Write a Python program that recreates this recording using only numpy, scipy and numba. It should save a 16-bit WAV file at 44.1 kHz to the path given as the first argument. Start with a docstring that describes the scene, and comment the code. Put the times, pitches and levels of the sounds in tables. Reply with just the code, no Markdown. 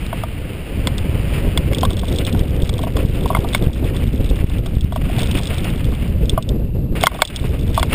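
"""A mountain bike runs down a dirt trail, heard by a helmet camera in a closed housing.
Wind buffets the housing harder as speed builds; knobby tyres crunch over grit, the chain ticks and
bumps knock through the case. At 6.3 s the tyres unload for a jump, leaving mostly wind over a faint
hub whirr. Near 7 s the bike lands in a scuff of dirt, heavy knocks and chain slaps. The camera's gain
control ducks after the hardest blows, and its held samples mirror everything into the treble."""
import sys
import numpy as np
from scipy import signal
from scipy.fft import rfft, irfft
from scipy.io import wavfile
from scipy.ndimage import uniform_filter1d
from numba import njit

SR = 44100
rng = np.random.default_rng(int(sys.argv[2]) if len(sys.argv) > 2 else 0)


def log_audio(samples):
    """Write samples as a 16-bit WAV file to the path given in sys.argv[1]."""
    # one column per channel
    frames = np.atleast_2d(samples).T
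    # limit to full scale, then quantise
    limited = np.clip(frames, -1, 1)
    pcm = np.round(limited * 32767).astype(np.int16)
    wavfile.write(sys.argv[1], SR, pcm)


N = 350154
TIME = np.arange(N) / SR
LIFT_OFF_S, TOUCHDOWN_S = 6.27, 6.953

# wind faders, gathering speed, then up to and over the jump: t/s, buffet level/dB, eddy level/dB
WIND_FADERS = [
    [(0.2, -25.5, -43), (0.52, -23, -32.5), (0.54, -28, -29.5), (0.72, -28.5, -36), (0.76, -21.5, -33),
     (1.49, -18, -28.5), (3.6, -18.5, -27.5)],
    [(3.85, -17.5, -27.5), (4.84, -18, -34), (5.24, -19, -32), (6.39, -17.5, -31), (6.41, -25, -39),
     (6.5, -18.5, -30), (6.8, -18.5, -31)],
]
# the wind drops away under the landing knocks, then swells back: t/s, level/dB, half length/s
LANDING_WIND_SWELLS = [(7.23, -5.5, 0.21), (7.69, 4, 0.046)]
# deep rumble of the large eddies: f/Hz, level/dB
BUFFET_EQ = [(8, -5), (20, -4), (35, -0.5), (58, 1.5), (85, -1.5), (125, -5), (180, -8.5), (260, -15),
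             (400, -28.5), (700, -58)]
# low-mid flutter of the small eddies: f/Hz, level/dB
EDDY_EQ = [(100, -35), (200, -6.5), (280, -2), (400, -4.5), (540, -6), (700, -18.5), (950, -25.5),
           (1500, -34.5), (2700, -38.5), (4000, -42), (5500, -48)]
# single hard slaps of air: t/s, level/dB
GUST_CUES = [(1.875, -4.5), (2.414, 2), (2.635, 2), (3.052, -0.5), (3.392, 0), (3.672, 4.5), (4.081, -3),
             (4.444, 2), (4.771, 0.5), (4.848, 2.5)]
# big bumps through the housing: t/s, level/dB, boom/dB, hollow ring/dB, hardness/dB
KNOCK_CUES = [(.128, -10.5, 7.5, -8, -13), (.235, -11, 3, -9, -9), (.8715, -3.5, -1, 7.5, 8.5),
              (1.5748, -2.5, 5, 4, 6), (1.7322, -11.5, -6, 7, 7.5), (1.831, -4, 3.5, -37, -10),
              (1.8512, -12.5, -18, -15, -8), (2.693, -12, 2, 2, 3.5), (2.7902, -17.5, 4, -20, -1),
              (2.8346, -14, 6, -21, -14), (2.868, -17.5, 6, -22, -23), (2.9683, -7.5, 4, -13, -1.5),
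              (3.2571, -11, 5, -37, -9), (3.3014, -7, 2, -41, -25), (3.3485, -3.5, -3, 2, -9.5),
              (3.368, -8.5, 7, -9, -7), (3.4442, -16.5, 4, -35, -24), (3.5475, 0, 0, 8, 1.5),
              (4.66, -19, 5, -4, 2), (4.9223, -15, 5, -17, -9), (4.9593, -10.5, .5, -16, -8.5),
              (5.097, -17, 19, -12, -4), (5.184, -12, 20, -14, 11), (6.3759, -4.5, 2, -23, -18),
              (7.036, 3, 12, 6, 1), (7.0687, 11.5, -10.5, 1, -6), (7.116, -15, -1, -8, -12),
              (7.146, -16.5, 11, -11, -25), (7.1895, -14, 6, -15, -20), (7.2197, 14, 2, 4, -0.5),
              (7.776, -2, -2.5, -45, -12), (7.796, -8.5, 8, -12, 5), (7.8283, -2, 0, 2.5, 0.5)]
# ringing of the housing: f/Hz, level/dB, t60/s
HOUSING_MODES = [(639.4, -1.5, 0.032), (749, -3.5, 0.027), (953, -1.5, 0.033), (1119, 0.5, 0.028),
                 (1475, 1.5, 0.015), (2150, 1, 0.024), (2880, -8, 0.026), (3370, 5.5, 0.015),
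                 (4630, 6, 0.0032), (5420, -8.5, 0.022)]
# tyres rolling on dirt: t/s, level/dB
TYRE_FADER = [(0.0, -38.5), (0.28, -41.5), (1.28, -37.5), (2.02, -42), (4.35, -42), (4.83, -46),
              (5.04, -49.5), (5.25, -34), (5.4, -35.5), (6.2, -44.5)]
# tyres digging in on skids, ramp and landing: t/s, boost/dB, half length/s
SCUFF_SWELLS = [(.19, 4, 0.042), (1.36, 7, 0.036), (2.274, 11, 0.016), (5.019, 14.5, 0.0084),
                (5.14, 9, 0.091), (5.354, 12.5, 0.0043), (5.65, 10, 0.0064), (7.09, 13.5, 0.27),
                (7.773, 6, 0.03), (7.937, 14.5, 0.028)]
# tone of crunching grit: f/Hz, level/dB
GRIT_EQ = [(250, 10), (650, 4.5), (900, -1), (1300, -1), (1750, -1.5), (2250, 2.5), (2550, 3), (2900, 3.5),
           (3400, -5), (4200, -13), (4800, -11.5), (5600, -13.5)]
# hard chain slaps: t/s, level/dB
SLAP_CUES = [(0.065, -22), (.981, -13), (1.7474, -11.5), (1.7836, -12.5), (1.8098, -12), (1.8508, -12.5),
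             (2.186, -9), (2.25, -13), (2.2665, -13.5), (2.6206, -18), (2.6928, -12), (3.5337, -11.5),
             (3.965, -17), (4.4972, -22), (4.6637, -19), (4.809, -15), (5.1924, -11.5), (5.232, -10),
             (5.3126, -11), (5.434, -13.5), (5.471, -14.5), (5.5827, -17), (5.8442, -21.5), (6.2563, -21.5),
             (6.295, -5.5), (6.425, -19), (6.4906, -14), (7.0103, -12), (7.0312, -7), (7.0588, -8.5),
             (7.2509, -3), (7.275, -9), (7.3607, -6.5), (7.745, -17.5)]
# ringing of the chain and cables: f/Hz, width/Hz, level/dB
LINK_MODES = [(3460, 390, 6), (4800, 300, -12), (5550, 670, -2.5)]
# rough ground that shakes the bike: start/s, end/s, level/dB
ROUGH_PATCHES = [(1.78, 2.403, -32), (2.656, 2.964, -35.5), (3.25, 3.576, -32.5), (3.944, 4.8, -40.5),
                 (5.17, 5.57, -30.5), (7.022, 7.347, -33), (7.62, 7.94, -36)]


def wind(buffet_db=1.07, eddy_db=-0.5, evenness=0.28, skew=0.021,
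         coupling_db=1.5, flutter_db=2.5, surge_db=0.5, swirl_db=1.87):
    """Large eddies push on the housing; each push sheds a burst of smaller ones."""
    push = colour(rng.standard_normal(N), BUFFET_EQ)
    power = uniform_filter1d(push ** 2, SR // 10)
    push = unit(push / power ** (evenness / 2))  # the steady airstream evens out the buffeting
    eddies = colour(rng.standard_normal(N), EDDY_EQ)
    eddies *= undb(coupling_db * push + flutter_db * walk(40) + surge_db * walk(12))
    push = unit(push + skew * (push ** 2 - 1))  # pressure peaks are sharper than the troughs
    faders = np.vstack(WIND_FADERS)
    rumble = undb(curve(faders) + buffet_db) * push
    flutter = undb(curve(faders, column=2) + eddy_db) * unit(eddies)
    return undb(swells(LANDING_WIND_SWELLS) + swirl_db * walk(70)) * (rumble + flutter)


def gusts(width_s=0.0019, suction=0.035):
    """A vortex thumps the housing: a sharp push inside a longer, weaker suction."""
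    out = np.zeros(N)
    t = TIME[:SR // 10] - TIME[SR // 20]
    pulse = np.exp(-(t / width_s) ** 2) - suction * np.exp(-(t * suction / width_s) ** 2)
    for s, db in GUST_CUES:
        add(out, s + t[0], pulse, db)
    return out


def knocks(rise_s=0.00087, crack_db=-1.0, crack_s=0.005, detune=0.032, damping=0.13):
    """Bumps ring the housing; harder blows rise faster, die sooner, ring brighter and crack louder."""
    out, t = np.zeros(N), TIME[:SR // 12]
    hz, mode_db, t60 = np.transpose(HOUSING_MODES)
    signs = (-1) ** np.arange(len(hz))  # neighbouring modes move the wall in opposite directions
    dull_db = (4, -14, -12)  # boom, hollow ring, hardness
    small_bumps = [(s, db, *dull_db) for s, db in jolts(above_db=12, spread_db=4.5, count=36)]
    for s, db, boom_db, hollow_db, hard_db in KNOCK_CUES + small_bumps:
        blow_db = np.interp(hz, [700, 950, 1150, 2100, 2700], [boom_db, 0, 0, hollow_db, hard_db])
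        spot_db = 2.36 * rng.standard_normal(len(hz))  # every blow lands on another spot
        gains = signs * undb(mode_db + blow_db + spot_db)
        pitch = hz * (1 + detune * rng.standard_normal(len(hz)))
        decay = np.log(1000) / t60 * undb(damping * hard_db)
        partials = np.sin(2 * np.pi * np.outer(pitch, t)) * np.exp(-np.outer(decay, t))
        crack = undb(crack_db + hard_db) * rng.standard_normal(len(t)) * np.exp(-t / crack_s)
        attack = 1 - np.exp(-t * undb(hard_db / 2) / rise_s)
        add(out, s, (gains @ partials + crack) * attack, db)
    return out


def tyres(tyre_db=6.5, stone_db=-3, flutter_db=3.0, crunch_db=2.0, smooth_db=-58, unload_db_per_s=38):
    """Knobs scrub dust and crack small stones; the load flutters on rough ground and fades in the air."""
    roughness = np.clip((shake() - smooth_db) / 10, 0, 1)
    dust = rng.standard_normal(N) * undb(crunch_db * roughness * walk(300))
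    stones = undb(stone_db) * unit(impacts(per_s=910, spread_db=3.5))
    airborne_s = np.maximum(TIME - LIFT_OFF_S, 0) * (TIME < TOUCHDOWN_S)
    load_db = curve(TYRE_FADER) - unload_db_per_s * airborne_s
    load_db += flutter_db * roughness * walk(45)
    load_db += (airborne_s == 0) * swells(SCUFF_SWELLS)
    return undb(tyre_db + load_db) * colour(dust + stones, GRIT_EQ)


def chain(slap_db=1, rattle_db=-7, flurry_db=3, scrape_s=0.002, rebound_db=-12, rebound_s=0.005):
    """Links slap in short scrapes with a rebound, over a light rattle that comes in flurries."""
    t = TIME[:SR // 20]
    strike = np.exp(-t / scrape_s)
    touches = impacts(per_s=90, spread_db=3.3)
    rattle = links(signal.fftconvolve(touches, strike)[:N])
    out = undb(shake() + rattle_db + flurry_db * walk(7.8)) * unit(rattle)
    for s, db in SLAP_CUES + jolts(above_db=14, spread_db=2, count=50):
        late = t - rebound_s * (0.5 + rng.random())
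        rebound = undb(rebound_db) * (late > 0) * np.exp(-np.abs(late) / scrape_s)
        add(out, s, links(strike + rebound), db + slap_db)
    return out


def links(force, low_cut_hz=3200):
    """Scraping rings the links, which are too small to radiate lows."""
    scrape = force * rng.standard_normal(len(force))
    low_cut = signal.butter(3, low_cut_hz, "high", fs=SR, output="sos")
    return signal.sosfilt(low_cut, ring(scrape, LINK_MODES))


def freewheel(whirr_db=-57, clicks_per_s=170, ring_hz=2700, width_hz=160, jitter=0.033):
    """The coasting hub's pawls click so fast that they whirr, faint and steady under the tyres."""
    teeth_passed = np.cumsum(clicks_per_s * (1 + jitter * walk(60))) / SR
    clicks = np.diff(np.floor(teeth_passed), prepend=0)
    clicks *= 1 + 0.5 * rng.standard_normal(N)
    return undb(whirr_db) * unit(ring(clicks, [(ring_hz, width_hz, 0)]))


def shake(rise_db_per_s=210, fall_db_per_s=29.5):
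    """The bike's shaking in dB: fast attack into rough ground, slow release after it."""
    patches = [db - rise_db_per_s * np.maximum(start - TIME, 0) - fall_db_per_s * np.maximum(TIME - end, 0)
               for start, end, db in ROUGH_PATCHES]
    return np.max(patches, axis=0)


def jolts(above_db, spread_db, count):
    """Cues for small random jolts that ride on the shaking: t/s, level/dB."""
    timing, strength = rng.random((count, 2)).T
    at = ((np.arange(count) + timing) / count * (N - 1)).astype(int)
    return list(zip(TIME[at], shake()[at] + above_db + spread_db * (2 * strength - 1)))


def impacts(per_s, spread_db):
    """Random tiny impacts: many weak ones, a few strong."""
    size = undb(spread_db * np.minimum(rng.exponential(size=N), 4))
    return (rng.random(N) < per_s / SR) * size * np.sign(rng.standard_normal(N))


def walk(rate_hz):
    """Random modulator: sample and hold, smoothed twice; spread 1."""
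    hold = max(int(SR / rate_hz), 1)
    steps = rng.standard_normal(N)[np.arange(N) // hold]
    return unit(uniform_filter1d(uniform_filter1d(steps, hold), hold))


def curve(rows, column=1):
    """A fader move: straight lines in time through one column of a table."""
    rows = np.array(rows)
    return np.interp(TIME, rows[:, 0], rows[:, column])


def swells(rows):
    """Bell-shaped swells and dips, in dB."""
    return sum(db * np.exp(-((TIME - s) / half_s) ** 2) for s, db, half_s in rows)


def colour(x, eq):
    """Shape a sound with an EQ curve; rms 1."""
    hz, db = np.transpose(eq)
    bins_hz = np.maximum(np.arange(N // 2 + 1) * SR / N, 1)
    gain = undb(np.interp(np.log(bins_hz), np.log(hz), db))
    return unit(irfft(rfft(x) * gain, N))


def ring(x, modes):
    """Pass a sound through parallel resonators."""
    return sum(undb(db) * signal.lfilter(*signal.iirpeak(hz, hz / width, fs=SR), x)
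               for hz, width, db in modes)


def add(out, s, sound, peak_db):
    """Drop a one-shot into the mix at time s with the given peak."""
    i = int(s * SR)
    out[i:i + len(sound)] += (sound * undb(peak_db) / np.abs(sound).max())[:N - i]


def undb(db):
    """Decibels to gain."""
    return 10 ** (np.asarray(db) / 20)


def unit(x):
    """Scale to rms 1."""
    return x / np.std(x)


@njit
def follow(size, attack, release):
    """Peak follower: jumps up quickly and sinks at a steady rate in dB."""
    out, level = np.empty(len(size)), 1e-6
    for i in range(len(size)):
        level += (size[i] - level) * attack if size[i] > level else -level * release
        out[i] = level
    return out


def scene():
    """The mono mix at the microphone inside the housing."""
    return (wind() + gusts() + tyres() + chain() + freewheel() + knocks())[None]


def record(dry, threshold_db=-6.0, attack_s=0.0015, release_s=0.14,
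           band_hz=5400, hold_hz=12000, top_hz=15250):
    """Gain control, a narrow-band converter that clips and holds each sample, and a steep top cut."""
    peak = follow(np.abs(dry[0]), 1 / (attack_s * SR), 1 / (release_s * SR))
    ducked = dry[0] * np.minimum(1, undb(threshold_db) / peak)
    narrow = signal.sosfiltfilt(signal.butter(10, band_hz, fs=SR, output="sos"), ducked)
    coarse = np.clip(signal.resample_poly(narrow, hold_hz, SR), -1, 1)
    # the stair steps mirror the sound around the hold rate: a gritty sheen
    stepped = signal.resample_poly(np.repeat(coarse, 4), SR, 4 * hold_hz)[:N]
    top_cut = signal.ellip(10, 0.2, 90, top_hz, fs=SR, output="sos")
    return signal.sosfilt(top_cut, stepped)[None]


dry = scene()
out = record(dry)
log_audio(out)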